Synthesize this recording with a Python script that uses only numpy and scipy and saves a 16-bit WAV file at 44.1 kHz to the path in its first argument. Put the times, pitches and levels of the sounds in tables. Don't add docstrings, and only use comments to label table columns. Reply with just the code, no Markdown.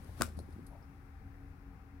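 import sys
import numpy as np
from scipy import signal
from scipy.fft import rfft, irfft
from scipy.io import wavfile
from scipy.ndimage import uniform_filter1d

SR = 44100
rng = np.random.default_rng(int(sys.argv[2]) if len(sys.argv) > 2 else 0)


def persist_wave(psi):
    counts = np.round(np.clip(psi, -1, 1) * 32767).astype(np.int16)
    wavfile.write(sys.argv[1], SR, np.atleast_2d(counts).T)


N = 88200
HZ, T = np.fft.rfftfreq(N, 1 / SR), np.arange(N) / SR


def amp(db):
    return 10 ** (np.asarray(db) / 20)


def unit(x):
    return x / np.sqrt(np.mean(x ** 2) + 1e-20)


def read(points, hz):
    row_hz, value = np.transpose(points)
    return np.interp(np.log(hz + 1), np.log(row_hz + 1), value)


def add(mix, start_s, sound):
    part = mix[:, max(round(start_s * SR), 0):][:, :sound.shape[1]]
    part += sound[:, :part.shape[1]]


def pan(db):
    return amp([[db / 2], [-db / 2]])


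def colour(x, points):
    log_gain = np.log(amp(read(points, abs(np.fft.fftfreq(2048, 1 / SR)))))
    response = np.exp(np.conj(signal.hilbert(log_gain)))
    taps = np.fft.ifft(response).real
    return signal.oaconvolve(x, taps[None, :len(taps) // 2], axes=1)[:, :N]


def noise(gain):
    # (frequency [Hz], likeness [0-1])
    likeness = [(60, 1), (300, 0.93), (640, 0.68), (1400, 0.088), (3000, 0.018)]
    left_lag_s = 0.00019
    right, other = rfft(rng.standard_normal((2, N)))
    alike = read(likeness, HZ)
    delay = np.exp(-2j * np.pi * HZ * left_lag_s)
    left = alike * right * delay + np.sqrt(1 - alike ** 2) * other
    return unit(irfft(np.array([left, right]) * gain, N))


def band(hz, width):
    return noise(1 / (1 + ((HZ - hz) / width * 2) ** 2))


def burst(length_s):
    slips = rng.standard_normal((2, SR // 10)) * np.exp(-T[:SR // 10] / length_s)
    return slips / np.linalg.norm(slips, axis=1, keepdims=True)


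def air():
    # (frequency [Hz], relative level [dB])
    spectrum = [(20, -11), (32, -13), (45, 5), (58, -2.5), (100, -4), (120, -2), (160, -16), (220, -16),
                (330, -27), (550, -33.5), (1000, -51), (2200, -46.5), (3100, -42.5), (5500, -45.5),
                (7300, -57), (9000, -49), (15500, -45.5)]
    # (pitch [Hz], width [Hz], level [dB])
    hum_bands = [(80.8, 10, -56.5), (276, 10.5, -66.5), (366.2, 11, -77.5), (450, 41, -76), (780, 78, -72)]
    tone_hz = 275.7
    hum = sum(amp(db) * band(hz, width) for hz, width, db in hum_bands)
    tone = amp(-68.5) * np.sqrt(2) * np.sin(2 * np.pi * tone_hz * T)
    hush = amp(-56.5) * noise(amp(read(spectrum, HZ)))
    return pan(2.5) * (hush + hum + tone)


def fan():
    # (frequency [Hz], relative level [dB])
    spectrum = [(250, -23), (500, -7.5), (780, 1), (1300, 3.5), (2100, -2.5), (2650, -8), (3100, -26),
                (6000, -23), (15000, -43)]
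    return amp(-70) * pan(14) * noise(amp(read(spectrum, HZ)))


def rumble():
    # (frequency [Hz], relative level [dB])
    spectrum = [(20, -24), (42, 4.5), (60, -0.5), (110, -5.5), (170, -7.5), (350, -19.5), (700, -33),
                (2000, -58)]
    # (time [s], level [dB])
    loudness = [(0, -51.5), (.2, -53), (.45, -52.5), (.75, -54), (1.1, -60), (1.27, -55), (1.38, -55),
                (1.52, -55.5), (1.66, -58), (1.76, -55), (1.9, -61)]
    level_db = np.interp(T, *np.transpose(loudness))
    return pan(5.5) * noise(amp(read(spectrum, HZ))) * amp(level_db)


def room(x):
    # (frequency [Hz], fade time [s])
    fade_times = [(200, .3), (1400, .2), (4000, .21), (10000, .2), (15000, .16)]
    # (frequency [Hz], gain [dB])
    spectrum = [(200, -15), (1400, -19.5), (4000, -18.5), (9000, -18.5), (15000, -10.5)]
    rise_s = 0.011
    hz, t, bands = signal.stft(rng.standard_normal((2, SR // 2)), SR, nperseg=256)
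    fade = amp(-60 * t / read(fade_times, hz)[:, None])
    tail = signal.istft(bands * fade, SR)[1]
    tail *= np.minimum(T[:tail.shape[1]] / rise_s, 1) ** 2
    tail /= np.linalg.norm(tail[0])
    echoes = signal.fftconvolve(x, tail, axes=1)[:, :N]
    return colour(echoes, spectrum)


def rustle():
    # (frequency [Hz], relative level [dB])
    spectrum = [(300, 7), (900, 7), (2800, -4), (4500, -5), (7300, -10), (10000, -4.5), (15500, -13.5)]
    # (time [s], level [dB])
    loudness = [(0, -65.5), (.12, -64), (.16, -65), (.2, -54), (.3, -68.5), (.45, -74), (.54, -70),
                (.62, -74.5), (1, -79), (2, -88.5)]
    level_db = np.interp(T, *np.transpose(loudness))
    grain_db = 0.5 * unit(uniform_filter1d(rng.standard_normal(N), size=300))
    return pan(8.6) * noise(amp(read(spectrum, HZ))) * amp(level_db + grain_db)


def rub():
    start_s, rise_s, length_s = 0.703, 0.02, 0.15
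    from_hz, to_hz, glide_s, width_hz = 580, 752, 0.0181, 440
    hz = to_hz + (from_hz - to_hz) * np.exp(-T / glide_s)
    phase = 2 * np.pi * np.cumsum(hz) / SR
    keep_lows = 1 / (1 + (2 * HZ / width_hz) ** 4)
    low_a, low_b = irfft(rfft(rng.standard_normal((2, N))) * keep_lows, N)
    scrape = unit(low_a * np.cos(phase) - low_b * np.sin(phase))
    swell = np.minimum(T / rise_s, 1) * np.maximum(1 - T / length_s, 0)
    out = np.zeros((2, N))
    add(out, start_s, amp(-58.5) * pan(9) * scrape * swell)
    return out


def rings():
    # (time [s], pitch [Hz], width [Hz], level [dB], fade time [s])
    touches = [(.666, 9150, 453, -59, 0.035), (.666, 11300, 450, -59, 0.029),
               (0.669, 11100, 1000, -68.5, 0.25), (.825, 5160, 700, -72.5, 0.12)]
    out = np.zeros((2, N))
    for start_s, hz, width, db, fade_s in touches:
        add(out, start_s, band(hz, width) * amp(db - 60 * T / fade_s))
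    return out


def booms():
    # (time [s], level [dB])
    pushes = [(0.22, -38.5), (0.3653, -39.5)]
    hz, rise_s, fade_s = 77.67, 0.00486, 0.88
    note = (1 - np.exp(-T / rise_s)) * np.sin(2 * np.pi * hz * T)
    out = np.zeros((2, N))
    for start_s, db in pushes:
        add(out, start_s, pan(0.684) * amp(db - 60 * T / fade_s) * note)
    return out


def ticks():
    # (time [s], relative level [dB], length [s], left over right [dB])
    touches = [(0.045, -40, 0.0011, 15), (0.369, -32, 0.025, 8), (0.39, -27, 0.0022, 11),
               (.398, -34, 0.014, 9.5), (0.506, -44, 0.0076, 8), (0.525, -38.5, 0.011, 2),
               (0.6642, -39, 0.017, 11), (0.6682, -36.5, 0.0025, 15)]
    # (frequency [Hz], gain [dB])
    spectrum = [(400, -25), (1200, -22), (3000, -17.5), (4300, 2.5), (7300, -11), (9300, 2), (11400, -2.5),
                (12500, -14), (15500, -23)]
    out = np.zeros((2, N))
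    for start_s, db, length_s, side_db in touches:
        add(out, start_s, amp(db) * pan(side_db) * burst(length_s))
    return colour(out, spectrum)


def bumps():
    # (time [s], level [dB], pitch [Hz], left over right [dB], right side's lead [radians])
    pushes = [(.093, -47, 640, 8, 1.5), (0.202, -30, 240, 1, 0.5), (0.2094, -26.5, 160, 5.5, 2.8),
              (.2121, -23, 552, 1, 1.1), (0.22, -30, 337, 6, 1.5), (0.2396, -38.5, 226, 1, 0),
              (.279, -43.5, 454, 0, 1), (.375, -39, 177, 12, 2), (0.3899, -37, 577, 10.5, 2.1),
              (0.4005, -40, 316, 5, -0.2), (.488, -45.5, 260, 9, -0.5), (.562, -42, 222, 3, 0.1),
              (.583, -42.5, 244, -3, 1), (0.5919, -39.5, 266, 5, 0.66)]
    rise_cycles = 0.5
    out, t = np.zeros((2, N)), T[:SR // 10]
    for start_s, db, hz, side_db, lead in pushes:
        age = t * hz / rise_cycles
        swell = (age * np.exp(1 - age)) ** 2
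        wave = np.sin(2 * np.pi * hz * t + np.array([[0], [lead]]))
        add(out, start_s, -amp(db) * pan(side_db) * swell * wave)
    return out


def rattle():
    # (frequency [Hz], gain [dB])
    spectrum = [(500, -11), (2200, 7), (3200, -1.5), (5500, -4), (9000, -3), (15000, -13.5)]
    start_s, fade_s, taps_per_s = 0.228, 0.2, 330
    is_tap = rng.random(N) < taps_per_s / SR
    taps = is_tap * rng.uniform(0.79, 1, N) * rng.choice([-1, 1], N)
    out = np.zeros((2, N))
    add(out, start_s, pan(9) * taps * amp(-26 - 60 * T / fade_s))
    return colour(out, spectrum)


def snap(scrape_s, share):
    click = np.sqrt(share) * burst(scrape_s)
    click[:, 0] = np.sqrt(1 - share)
    return click


def knocks():
    # (time [s], relative click level [dB], relative clack level [dB],
    # scrape length [s], scrape share [0-1])
    contacts = [(0.2095, -20, -24, .002, .8), (0.2107, -16, -17.5, .0026, .95),
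                (0.2133, -21, -22.5, 0.0013, .9), (.2200, -1, -13, 0.00051, .55),
                (.2208, -3, -28, 0.0019, 1), (0.233, -17, -26, 0.0041, 1),
                (0.247, -33.5, -48.5, 0.0023, .8), (.266, -28.5, -50, .0015, .8)]
    # (pitch [Hz], relative level [dB], fade time [s])
    clack_pitches = [(351, -26.5, 0.07), (612, -19.5, 0.045), (733, -18.5, .04), (955, -20.5, .04),
                     (1122, -19.5, 0.033), (1210, -10, 0.03), (1365, -7, 0.03), (1467, -11.5, 0.036),
                     (1640, -23.5, .02), (1890, -22, .02), (2440, -26.5, .02)]
    # (frequency [Hz], gain [dB])
    click_spectrum = [(300, -17.5), (900, -21), (1400, -4.5), (2800, -8), (5000, 0.5), (8500, 5),
                      (11000, -3), (15500, -14)]
    # (frequency [Hz], gain [dB])
    right_loss = [(1500, -14.5), (2500, -8), (4500, -7.5), (8000, -21), (10500, -7.5), (15000, -4)]
    lag_radians, clack_gain_db = np.array([[0], [0.77]]), [[-5], [-12]]
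    t = T[:SR // 10]
    clack = sum(amp(db - 60 * t / fade_s) * np.sin(2 * np.pi * hz * t - lag_radians)
                for hz, db, fade_s in clack_pitches)
    clicks, clacks = np.zeros((2, 2, N))
    for start_s, click_db, clack_db, scrape_s, share in contacts:
        add(clicks, start_s, amp(click_db) * snap(scrape_s, share))
        add(clacks, start_s, amp(clack_db) * clack)
    clicks[1:] = colour(clicks[1:], right_loss)
    return amp(-1.5) * colour(clicks, click_spectrum) - amp(clack_gain_db) * clacks


def scene():
    hits = knocks() + rattle() + bumps() + ticks()
    echoes = pan(5.9) * room(hits[:1])
    handling = rings() + rub() + booms() + rustle()
    background = rumble() + air() + fan()
    return hits + echoes + handling + background


def record(dry):
    cutoff_hz = 16000
    low_pass = signal.firwin(511, cutoff_hz, window=("kaiser", 9), fs=SR)
    return signal.oaconvolve(dry, low_pass[None], "same")


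dry = scene()
out = record(dry)
persist_wave(out)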